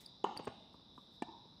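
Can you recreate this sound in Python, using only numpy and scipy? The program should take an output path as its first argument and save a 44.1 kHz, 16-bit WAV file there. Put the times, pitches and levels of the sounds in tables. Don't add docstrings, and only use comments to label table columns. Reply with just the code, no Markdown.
import sys
import numpy as np
from scipy import signal
from scipy.fft import rfft, irfft
from scipy.io import wavfile

SR = 44100
rng = np.random.default_rng(int(sys.argv[2]) if len(sys.argv) > 2 else 0)


def unload_audio(sound):
    columns = np.transpose(np.atleast_2d(sound))
    steps = np.round(np.clip(columns, -1, 1) * 32767)
    wavfile.write(sys.argv[1], SR, steps.astype(np.int16))


N = 70560
T = np.arange(N) / SR
FREQS_HZ = np.fft.rfftfreq(N, 1 / SR)
TOP_CUT_HZ = 15450

# pitch_hz, level_db
RUMBLE_TONE = [(24, -25), (50, -5.5), (90, -4), (180, 1.5), (270, -3.5), (400, -10.5), (650, -13),
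               (950, -12), (1300, -21), (2100, -30), (2900, -30), (5000, -35), (6500, -46.5), (9000, -42),
               (15000, -51)]
# pitch_hz, width_hz, level_db
CICADA_BANDS = [(3634, 474, -68), (3903, 327, -67.5), (4756, 1300, -76), (5250, 930, -78.5)]
# pitch_hz, level_db, fade_s
TREE_BANDS = [(100, -2.5, 0.36), (257, 3.5, 0.78), (407, -10, 0.51), (606, 0.5, 0.9), (782, 8, 0.57),
              (980, -4, 0.89), (1460, 7.5, 0.38), (2020, 2, 0.75), (2720, -1, 1.22), (4680, -2.5, 0.77),
              (7000, -3, 0.87), (9500, -8, 0.25), (14900, -17, .2)]
# pitch_hz, level_db
FAR_ECHO_TONE = [(200, -20), (350, -6), (600, -19.5), (800, -5), (940, 10.5), (1120, -0.5), (1600, -15),
                 (2800, -32), (6000, -41)]
# start_s, length_s, level_db
SCUFF_EVENTS = [(0, 0.044, -63), (0.037, 0.057, -75), (.364, 0.027, -65.5), (0.443, 0.023, -69.5),
                (0.723, 0.057, -85.5), (0.929, 0.2, -84.5), (1.104, 0.13, -84)]
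# pitch_hz, level_db
SCUFF_TONE = [(1500, -5), (4000, -1.5), (6500, -4.5), (8300, -2), (10500, -5.5), (15000, -7.5)]
# start_s, length_s, start_pitch_hz, end_pitch_hz, level_db, tree_echo_db
SQUEAK_EVENTS = [(0.0595, .0068, 5180, 4330, -43.5, -5), (0.373, 0.005, 4506, 4765, -35.5, -7.5),
                 (0.417, 0.036, 7980, 8400, -73, -1), (0.4524, 0.0053, 8400, 8750, -53.5, 0)]
SQUEAK_HARMONICS = [0, -12, -30]
# start_s, knock_db, brightness_hz, grit_db
STEP_EVENTS = [(0.3653, -61, 2500, -44.5), (0.3924, -43, 1500, -50.5), (0.396, -31, 614, -51),
               (.4436, -62, 2000, -54), (0.4717, -31.5, 2240, -46), (0.4765, -29, 730, -42.5),
               (0.7447, -56.5, 1180, -82), (.796, -58.5, 2200, -75), (1.455, -42.5, 246, -74)]
# pitch_hz, level_db, rise_s, fade_s
SHOE_NOTES = [(125.5, -11, 0.0049, .04), (292, -9, 0.00297, 0.009), (428, 2.5, 0.00092, 0.016),
              (788, 0, 0.0018, 0.012), (1090, -0.5, 0.00092, 0.019)]
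# pitch_hz, level_db
GRIT_TONE = [(200, 6), (1400, -4.5), (2000, -8), (2800, -3), (4500, -20), (6500, -22), (10000, -39),
             (15500, -51)]
# pitch_hz, level_db, delay_s, rise_s, fade_s
FAR_RACKET_NOTES = [(228, -45, 0.0036, 0.0051, 0.013), (394, -24, 0, 0.0018, 0.024),
                    (875, -27, 0, 0.0058, 0.0063), (979, -26, .0038, 0.0017, 0.017),
                    (1063, -35.5, 0.0048, 0.0024, 0.016), (1360, -43.5, 0.0071, 0.0029, 0.016),
                    (2965, -35, 0.0013, 0.0012, 0.01), (6680, -52, .0003, 0.00036, 0.013),
                    (7600, -57.5, .0003, 0.0017, 0.014)]
NEAR_RACKET_NOTES = [(242, -36, 0.00021, 0.0033, 0.034), (313, -27, .0005, 0.001, 0.019),
                     (710, -38, 0.0016, 0.0022, 0.05), (850, -33, 0.00093, 0.0016, 0.026),
                     (1760, -43, 0.00061, 0.0014, 0.035), (2352, -46, 0.0000007, 0.0011, 0.033),
                     (2804, -48.5, 0.0041, 0.0019, 0.027), (7120, -52.5, 0.0016, 0.00063, 0.0064),
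                     (8120, -50, 0.00078, 0.0016, 0.0064)]
BOUNCE_NOTES = [(227, -48, 0.0015, 0.0031, .025), (1010, -48.5, 0, 0.0014, 0.034),
                (1155, -54.5, 0, 0.00087, 0.077)]
# pitch_hz, level_db
CRACK_TONE = [(300, -9), (1200, 10.5), (2000, 0.5), (3600, 11), (5000, -0.5), (8000, -8.5), (11000, -15.5),
              (15500, -25)]
# start_s, ring_db, crack_db, tree_echo_db, fence_echo_db, far_echo_db
BALL_HITS = [(0.2409, 0.5, -51, -4.5, -28, -26), (0.742, -5.5, -77, -22, -26, -28),
             (0.9781, 1.5, -68, -23, -31, -46), (1.2211, -1, -49, -17.5, -19, -6.5)]


def from_db(db):
    return 10 ** (np.asarray(db) / 20)


def unit_level(x):
    return x / np.sqrt(np.mean(x ** 2) + 1e-20)


def shape_tone(x, tone):
    pitch_hz, level_db = np.transpose(tone)
    curve_db = np.interp(np.log(FREQS_HZ + 1), np.log(pitch_hz), level_db)
    return irfft(rfft(x) * from_db(curve_db), N)


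def noise(tone):
    return unit_level(shape_tone(rng.standard_normal(N), tone))


def cut_treble(x, hz):
    return signal.sosfilt(signal.butter(2, hz, fs=SR, output="sos"), x)


def cut_bass(x, hz):
    return signal.sosfilt(signal.butter(2, hz, "high", fs=SR, output="sos"), x)


def drift(rate_hz):
    return unit_level(cut_treble(rng.standard_normal(2 * N), rate_hz)[N:])


def rise_and_fade(start_s, rise_s, fade_s):
    age_s = np.maximum(T - start_s, 0)
    rise = np.sin(np.pi / 2 * np.minimum(age_s / rise_s, 1)) ** 2
    fade = np.exp(-np.log(1000) * np.maximum(age_s - rise_s, 0) / fade_s)
    return rise * fade


def ring(start_s, notes):
    out = 0
    for pitch_hz, level_db, delay_s, rise_s, fade_s in notes:
        onset_s = start_s + delay_s
        wave = np.sin(2 * np.pi * pitch_hz * (onset_s - T))
        out += from_db(level_db) * rise_and_fade(onset_s, rise_s, fade_s) * wave
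    return out


def echo(x, pattern):
    return signal.fftconvolve(x, pattern)[:N]


def rumble(level_db=-65.5):
    return from_db(level_db) * noise(RUMBLE_TONE)


def cicadas(beat_hz=105.5, beat_depth=0.21, swell_db=1.5):
    out = 0
    for pitch_hz, width_hz, level_db in CICADA_BANDS:
        rate_hz = beat_hz * (1 + 0.221 * drift(27.2))
        beat = np.sin(2 * np.pi * np.cumsum(rate_hz) / SR)
        buzz = rng.standard_normal(N) * (1 + beat_depth * beat)
        off_pitch = (FREQS_HZ - pitch_hz) / (width_hz / 2)
        song = irfft(rfft(buzz) / (1 + off_pitch ** 2 / 2) ** 2, N)
        out += unit_level(song) * from_db(level_db + swell_db * drift(1.7))
    return out


def far_tree_pattern():
    hollow = shape_tone(rng.standard_normal(N), FAR_ECHO_TONE)
    return hollow * rise_and_fade(start_s=0.022, rise_s=0.041, fade_s=0.68) / np.sqrt(SR / 10)


def tree_pattern(early_db=1.5, early_at_s=0.011, early_width_s=0.042):
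    pitch_hz, level_db, fade_s = np.transpose(TREE_BANDS)
    spectrum = rfft(rng.standard_normal(N))
    wash = 0
    for k, this_band in enumerate(np.eye(len(pitch_hz))):
        share = np.interp(np.log(FREQS_HZ + 1), np.log(pitch_hz), this_band)
        band = irfft(spectrum * share, N)
        wash += from_db(level_db[k]) * band * rise_and_fade(0, rise_s=0.0017, fade_s=fade_s[k])
    lift_db = early_db * np.exp(-((T - early_at_s) / early_width_s) ** 2)
    return wash * from_db(lift_db) / np.sqrt(SR / 10)


def fence_pattern(delay_s=0.0676, smear_s=0.0073):
    dull = cut_treble(rng.standard_normal(N), hz=1500)
    return dull * np.exp(-((T - delay_s) / smear_s) ** 2) / np.sqrt(SR * smear_s)


def scuffs(trees, rise_share=0.19, fall_share=0.64, grain_db=2.5, tree_echo_db=-4):
    loudness = 0
    for start_s, length_s, level_db in SCUFF_EVENTS:
        progress = np.clip((T - start_s) / length_s, 0, 1)
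        ramp = np.minimum(progress / rise_share, (1 - progress) / fall_share)
        loudness += from_db(level_db) * np.minimum(ramp, 1)
    hiss = loudness * noise(SCUFF_TONE) * from_db(grain_db * drift(320))
    return hiss + from_db(tree_echo_db) * echo(hiss, trees)


def squeaks(trees, wobble_share=0.008, reflection_s=0.006, reflection_db=-16.5):
    out = 0
    for start_s, length_s, start_hz, end_hz, level_db, tree_echo_db in SQUEAK_EVENTS:
        progress = np.clip((T - start_s) / length_s, 0, 1)
        pitch_hz = (start_hz + (end_hz - start_hz) * progress) * (1 + wobble_share * drift(700))
        phase = 2 * np.pi * np.cumsum(pitch_hz) / SR
        tone = sum(from_db(db) * np.sin(k * phase)
                   for k, db in enumerate(SQUEAK_HARMONICS, 1) if k * end_hz < TOP_CUT_HZ)
        chirp = from_db(level_db) * np.sin(np.pi * progress) ** 2 * tone
        reflection = from_db(reflection_db) * np.roll(chirp, int(reflection_s * SR))
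        out += chirp + reflection + from_db(tree_echo_db) * echo(chirp, trees)
    return out


def footsteps(trees, tree_echo_db=-7.5):
    steps = 0
    for start_s, knock_db, brightness_hz, grit_db in STEP_EVENTS:
        notes = [(hz, db - 20 * np.log10(1 + (hz / brightness_hz) ** 2), 0, rise_s, fade_s)
                 for hz, db, rise_s, fade_s in SHOE_NOTES]
        grit = noise(GRIT_TONE) * rise_and_fade(start_s, rise_s=0.00077, fade_s=0.037)
        steps += from_db(knock_db) * ring(start_s, notes) + from_db(grit_db) * grit
    return cut_bass(steps + from_db(tree_echo_db) * echo(steps, trees), hz=110)


def ball_hits(trees, crack_echo_boost_db=8):
    fence, far_trees = fence_pattern(), far_tree_pattern()
    notes_per_hit = (FAR_RACKET_NOTES, BOUNCE_NOTES, BOUNCE_NOTES, NEAR_RACKET_NOTES)
    out = 0
    for (start_s, ring_db, crack_db, tree_db, fence_db, far_db), notes in zip(BALL_HITS, notes_per_hit):
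        burst = rise_and_fade(start_s, rise_s=0.00077, fade_s=0.046)
        crack = from_db(crack_db) * noise(CRACK_TONE) * burst
        hit = from_db(ring_db) * ring(start_s, notes) + crack
        surroundings = from_db(tree_db) * trees + from_db(fence_db) * fence + from_db(far_db) * far_trees
        crack_echo = from_db(tree_db + crack_echo_boost_db) * echo(crack, trees)
        out += hit + echo(hit, surroundings) + crack_echo
    return cut_bass(out, hz=162)


def scene():
    trees = tree_pattern()
    rally = ball_hits(trees) + footsteps(trees) + squeaks(trees) + scuffs(trees)
    return (rally + cicadas() + rumble())[None]


def record(dry):
    return signal.sosfilt(signal.ellip(10, .1, 70, TOP_CUT_HZ, fs=SR, output="sos"), dry)


dry = scene()
out = record(dry)
unload_audio(out)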